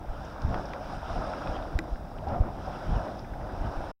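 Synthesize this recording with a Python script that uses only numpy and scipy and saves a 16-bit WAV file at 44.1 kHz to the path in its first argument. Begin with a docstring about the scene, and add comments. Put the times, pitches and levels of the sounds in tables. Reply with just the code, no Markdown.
"""A hot spring boils a few metres away, over a low rumble of water and wind. From the start, each surge
churns the pool with bubbles, then its spray patters back. Along the way steam pockets collapse with deep
thumps, large bubbles gulp, flecks of water spit and stray drops tick on the ground. At about 1.8 s one
drop lands right by the microphone. The biggest thump comes at 2.4 s, a quick run of thumps follows
near 2.9 s, and the pool boils on until the sound stops at 3.9 s."""
import sys
import numpy as np
from scipy import signal
from scipy.fft import rfft, irfft, next_fast_len
from scipy.io import wavfile
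from scipy.ndimage import uniform_filter1d, map_coordinates

SR = 44100
rng = np.random.default_rng(int(sys.argv[2]) if len(sys.argv) > 2 else 0)


def store_wav(level_fs):
    """Save 16-bit WAV to argv[1]."""
    pcm = np.round(np.clip(np.atleast_2d(level_fs), -1, 1) * 32767)
    wavfile.write(sys.argv[1], SR, pcm.T.astype(np.int16))


N = 176400  # 4 seconds

# How each layer gets louder and softer (time [s], relative level [dB])
RUMBLE_LOUDNESS = [(0, -38), (.41, -40.5), (.46, -28), (.55, -32.5), (.66, -39), (1.02, -39), (1.12, -31.5),
                   (1.25, -38), (1.7, -36), (1.95, -39), (2.12, -39), (2.33, -31), (2.42, -30), (2.53, -34),
                   (2.84, -38), (2.89, -26.5), (2.97, -26), (3.03, -38), (3.22, -38), (3.56, -37.5),
                   (3.64, -29.5), (3.72, -36), (3.9, -37)]
SPRAY_LOUDNESS = [(0, -65), (0.27, -54), (0.37, -58.5), (0.54, -52.5), (0.78, -56.5), (0.92, -51.5),
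                  (1, -55.5), (1.12, -50), (1.5, -51), (1.7, -57), (2.14, -61.5), (2.32, -58),
                  (2.45, -60.5), (2.75, -53.5), (3.05, -53.5), (3.25, -59.5), (3.5, -57.5), (3.8, -53.5),
                  (3.9, -54.5)]
SPLASH_LOUDNESS = [(0, -56.5), (0.26, -48), (0.4, -51), (0.55, -47), (0.68, -51), (1.0, -45), (1.2, -45.5),
                   (1.55, -43), (1.65, -49.5), (1.85, -53), (2.15, -59.5), (2.32, -48.5), (2.5, -57.5),
                   (2.7, -48.5), (2.97, -44), (3.2, -58.5), (3.57, -55.5), (3.65, -43.5), (3.72, -50.5),
                   (3.9, -46.5)]
CHURN_LOUDNESS = [(0, -42.5), (0.26, -45), (0.41, -44.5), (0.55, -33.5), (0.69, -40), (.73, -39.5),
                  (0.88, -40.5), (1.05, -45.5), (1.18, -33.5), (1.42, -37.5), (1.56, -35), (1.63, -40),
                  (1.88, -41.5), (1.94, -45), (2.14, -42.5), (2.25, -41.5), (2.28, -34), (2.35, -31),
                  (2.39, -39), (2.47, -34.5), (2.54, -42.5), (2.7, -37), (2.83, -41.5), (2.97, -36.5),
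                  (3.08, -36), (3.22, -43), (3.38, -41), (3.5, -38), (3.72, -39.5), (3.9, -39)]
# The tone of each sound: how strong its lows and highs are (frequency [Hz], relative level [dB])
RUMBLE_TONE = [(12, -14), (28, 6), (55, 1), (80, -1), (120, -4.5), (200, -8.5), (320, -14.5), (450, -21.5),
               (900, -80)]
SPRAY_TONE = [(300, -26), (800, -1.5), (1500, 12), (2100, -1.5), (2600, 2.5), (3100, -1), (3600, 4.5),
              (4150, -1.5), (4350, -7), (4900, 3.5), (5500, 3.5), (6100, -6), (6800, -13), (7500, -14.5),
              (8300, -15), (9500, -10.5), (10400, -25), (15000, -52)]
CRACK_TONE = [(600, -32), (1600, 19.5), (2500, -9.5), (3000, 11), (3900, -20.5), (4500, -25), (5500, 5.5),
              (7500, -5), (9500, -16), (11000, -33)]
SPLASH_TONE = [(300, -21.5), (700, 7), (1100, -5.5), (1380, -2.5), (1620, -8), (1850, -20), (2300, -21.5),
               (3200, -21), (6000, -65)]
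CHURN_TONE = [(80, -28), (200, 1), (320, -4), (410, -9), (500, -4.5), (620, 1), (790, -2.5), (950, -7.5),
              (1130, -13), (1400, -12.5), (1900, -20), (4000, -41.5), (8000, -80)]
# Bursting flecks of water (time [s], level [dB], band centre [Hz], band width [octaves], rise [ms])
WATER_FLECKS = [(.25, -56, 6700, .2, 1.2), (.4185, -43.5, 4000, 1, 1.1), (.543, -43, 3100, .9, 1.4),
                (.655, -47, 5300, .3, 1.8), (.7347, -39, 2400, .9, .7), (1.4725, -39.5, 2700, .45, 1.1),
                (1.565, -43.5, 2400, .7, 1.2), (1.6255, -50, 3200, .4, 1), (2.184, -52, 2600, .5, 1.8),
                (2.283, -54, 4000, .7, 3), (3.082, -42, 2100, .7, 1), (3.192, -49, 4800, .45, 1.6),
                (3.244, -48, 1900, .35, 3), (3.334, -44, 1800, .35, 3), (3.405, -53, 1900, .45, 7),
                (3.492, -48, 1750, .4, 5)]
# Drops hitting the ground (time [s], level [dB], pitch [Hz])
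STRAY_DROPS = [(.5435, -22, 1300), (.7352, -24.5, 1900), (.7362, -25.5, 1100), (1.336, -24.5, 1400),
               (1.958, -35, 1600), (3.083, -33, 1500)]
# Notes of the shell that the close drop hits (pitch [Hz], relative level [dB], time to fade 60 dB [s])
SHELL_NOTES = [(324, -11.5, 0.1), (1540, -6.5, 0.011), (1980, -9.5, 0.022), (2420, -9.5, 0.013),
               (3850, -4.3, 0.0047), (5100, -14, 0.0081), (7350, -20, 0.0075), (9300, -23, 0.0062),
               (12850, -24, 0.008)]
# Large bubbles breaking free (time [s], level [dB], starting pitch [Hz])
BIG_BUBBLES = [(.543, -24, 690), (.932, -26, 700), (1.099, -21, 660), (1.156, -19.5, 700), (1.56, -23, 750),
               (2.224, -26, 620), (2.268, -18.5, 765), (2.359, -20, 675), (2.671, -24, 730)]
# Collapsing steam pockets (time [s], level [dB], pulse width [ms])
STEAM_POCKETS = [(.099, -22, 4.5), (.451, -14.5, 2), (.464, -19.5, 2.4), (.556, -26, 6), (1.111, -26, 3.2),
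                 (1.176, -28, 5), (1.759, -14.5, 3.1), (1.932, -20, 3.7), (2.335, -28, 6),
                 (2.410, -9.8, 2.7), (2.683, -26, 4), (2.873, -24, 2), (2.891, -23, 2.4), (2.925, -22, 1.8),
                 (2.946, -19, 3), (2.967, -23, 2), (3.616, -23, 3.2), (3.65, -24, 1.5), (3.777, -23, 6)]
# Water bouncing back after a collapse (delay [pulse widths], strength [share of the collapse])
WATER_REBOUNDS = [(3, .37), (6.5, .31)]


def amp(db):
    """Turn decibels into a number to multiply by."""
    return 10 ** (np.asarray(db) / 20)


def unit(x):
    """Scale a sound so that its average strength (rms) is 1."""
    return x / np.sqrt(np.mean(x ** 2) + 1e-20)


def curve(rows):
    """Join (time, value) points with straight lines, one value per sample."""
    return np.interp(np.arange(N) / SR, *np.transpose(rows))


def wobble(per_second):
    """A smooth curve through this many random points a second."""
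    return map_coordinates(rng.standard_normal(512), [np.arange(N) * per_second / SR], mode="mirror")


def filtered(x, gain_at):
    """Turn each frequency up or down by gain_at(hz)."""
    size = next_fast_len(N + SR // 2)
    return irfft(rfft(x, size) * gain_at(np.fft.rfftfreq(size, 1 / SR)), size)[:N]


def tone_gain(hz, tone):
    """Look up the gain at these frequencies in a tone table."""
    table_hz, db = np.transpose(tone)
    return amp(np.interp(np.log(hz + 1), np.log(table_hz), db))


def with_tone(x, tone):
    """Shape a sound with a tone table, then scale it to strength 1."""
    return unit(filtered(x, lambda hz: tone_gain(hz, tone)))


def patchy_noise(depth_db):
    """Noise with louder and softer patches, scattered in time and pitch."""
    spectrum = signal.stft(rng.standard_normal(N), nperseg=512)[2]
    patches = uniform_filter1d(rng.standard_normal(spectrum.shape), size=5, axis=0)
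    patches = uniform_filter1d(patches, size=8, axis=1)
    return unit(signal.istft(spectrum * amp(depth_db * unit(patches)), nperseg=512)[1][:N])


def tiny_rings(count, low_hz, high_hz, cycles, spread_db, rise, samples):
    """Many short notes at random times, each rising in pitch as it dies away."""
    when, pitch, strength = rng.random((count, 3)).T[:, :, None]
    hz = low_hz * (high_hz / low_hz) ** pitch
    turns = hz * np.arange(samples) / SR
    age = turns / cycles  # reaches 1 when the note has faded by 60 dB
    gain = amp(-spread_db * np.log(np.maximum(strength, .01))) * hz
    envelope = 1000. ** -age * (1 - np.exp(-2 * turns))
    rings = gain * envelope * np.sin(2 * np.pi * turns * (1 + rise * age / 2))
    positions = (when * N).astype(int) + np.arange(samples)
    return unit(np.bincount(positions.ravel(), rings.ravel(), N)[:N])


def add(track, start_s, sound):
    """Mix a sound into the track at the given time."""
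    part = track[max(round(start_s * SR), 0):][:len(sound)]
    part += sound[:len(part)]


def fade_in(t, rise_s):
    """Climb from 0 towards 1, about two thirds of the way in rise_s."""
    return 1 - np.exp(-t / rise_s)


def fade_out(t, fade_s):
    """Die away by 60 dB in fade_s."""
    return np.exp(-np.log(1000) * t / fade_s)


def rumble():
    """Heaving water and wind make a low sound that swells under the surges."""
    return with_tone(patchy_noise(depth_db=1.5), RUMBLE_TONE) * amp(curve(RUMBLE_LOUDNESS) - 1.5)


def spray():
    """Thrown water falls back as a fine patter."""
    patter = tiny_rings(6000, low_hz=1150, high_hz=9100, cycles=2.6, spread_db=.5, rise=.11, samples=220)
    water = with_tone(patchy_noise(depth_db=2) + amp(-6) * patter, SPRAY_TONE)
    return water * amp(curve(SPRAY_LOUDNESS) - 1 + .51 * wobble(per_second=20))


def spits():
    """A fleck of water bursts: a short puff made from one slice of the spray's tone."""
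    t, out = np.arange(SR // 10) / SR, np.zeros(N)
    hz = np.fft.rfftfreq(len(t), 1 / SR)
    for start_s, db, centre_hz, octaves, rise_ms in WATER_FLECKS:
        band = tone_gain(hz, SPRAY_TONE) * np.exp(-(np.log2((hz + 1) / centre_hz) / octaves) ** 2)
        puff = unit(irfft(rfft(rng.standard_normal(len(t))) * band, len(t)))
        age = t / (rise_ms / 1000)  # the puff is loudest at age 1
        add(out, start_s, amp(db) * puff * age * np.exp(1 - age))
    return out


def stray_drops():
    """Each drop hits the ground with a brief splat and rings for a few cycles."""
    t, out = np.arange(SR // 20) / SR, np.zeros(N)
    for start_s, db, hz in STRAY_DROPS:
        band = signal.butter(3, [hz / 2, hz * 1.6], "band", fs=SR, output="sos")
        noise = unit(signal.sosfilt(band, rng.standard_normal(len(t))))
        splat = amp(-13) * noise * fade_out(t, fade_s=.014)
        ring = np.sin(2 * np.pi * hz * t) * fade_out(t, fade_s=11 / hz)
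        add(out, start_s, amp(db) * (ring + splat) * fade_in(t, rise_s=.0002))
    return out


def close_drop(start_s=1.7893, level_db=-15.5):
    """A close drop strikes a small hard shell: a crack and a short dry ring."""
    t, out = np.arange(SR // 5) / SR, np.zeros(N)
    ring = sum((-1) ** k * amp(db) * np.sin(2 * np.pi * hz * t) * fade_out(t, fade_s)
               for k, (hz, db, fade_s) in enumerate(SHELL_NOTES))
    noise = with_tone(rng.standard_normal(N), CRACK_TONE)[:len(t)]
    crack = amp(-8.5) * noise * fade_out(t, fade_s=.008)
    add(out, start_s, amp(level_db) * (ring + crack) * fade_in(t, rise_s=.00065))
    return out


def splash():
    """The surface breaks: small, short-lived bubbles pop in a rush of noise."""
    pops = tiny_rings(3000, low_hz=854, high_hz=2500, cycles=23, spread_db=2.5, rise=.022, samples=500)
    water = with_tone(patchy_noise(depth_db=4) + amp(-10.5) * pops, SPLASH_TONE)
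    return water * amp(curve(SPLASH_LOUDNESS) + 3.5 + 1.1 * wobble(per_second=20))


def gulps(pitch_rise_per_s=3):
    """A large bubble breaks free and rings, rising a little in pitch."""
    t, out = np.arange(SR // 8) / SR, np.zeros(N)
    for start_s, db, hz in BIG_BUBBLES:
        ring = np.sin(2 * np.pi * hz * t * (1 + pitch_rise_per_s * t / 2))
        add(out, start_s, amp(db) * ring * fade_in(t, rise_s=.005) * fade_out(t, fade_s=.06))
    return out


def thumps():
    """A steam pocket swells, collapses with a sharp suck, and the water bounces back twice."""
    t, out = np.arange(N) / SR, np.zeros(N)
    bump = lambda x: np.exp(-x * x / 2)
    for collapse_s, db, width_ms in STEAM_POCKETS:
        age = (t - collapse_s) / (width_ms / 1000)  # time since the collapse, in pulse widths
        swell = .33 * bump(age + 1.8)
        collapse = -bump(age)
        rebounds = sum(share * bump((age - delay) / 1.2) for delay, share in WATER_REBOUNDS)
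        out += amp(db) * (swell + collapse + rebounds)
    return out


def churn():
    """Boiling water: a rush of noise full of bubbles, swelling with each surge."""
    bubbles = tiny_rings(3200, low_hz=270, high_hz=1285, cycles=14.2, spread_db=1.5, rise=.24,
                         samples=1800)
    water = with_tone(unit(rng.standard_normal(N)) + amp(-7.5) * bubbles, CHURN_TONE)
    return water * amp(curve(CHURN_LOUDNESS) - 1.5 + .33 * wobble(per_second=23.53))


def scene():
    """The spring in open air, over a faint even hiss, in one channel."""
    hiss = amp(-70.5) * rng.standard_normal(N)
    pool = churn() + gulps() + splash() + spray() + spits() + rumble() + thumps()
    return (pool + close_drop() + stray_drops() + hiss)[None]


def record(dry):
    """The sound stops just before the end; the microphone loses the deepest bass and highest treble."""
    stop_s, low_cut_hz, top_hz = 3.917, 12, 15800
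    quick_fade = np.clip((stop_s - np.arange(N) / SR) / .004, 0, 1)
    return filtered(dry[0] * quick_fade, lambda hz: (hz < top_hz) * hz / np.hypot(low_cut_hz, hz))[None]


dry = scene()
out = record(dry)
store_wav(out)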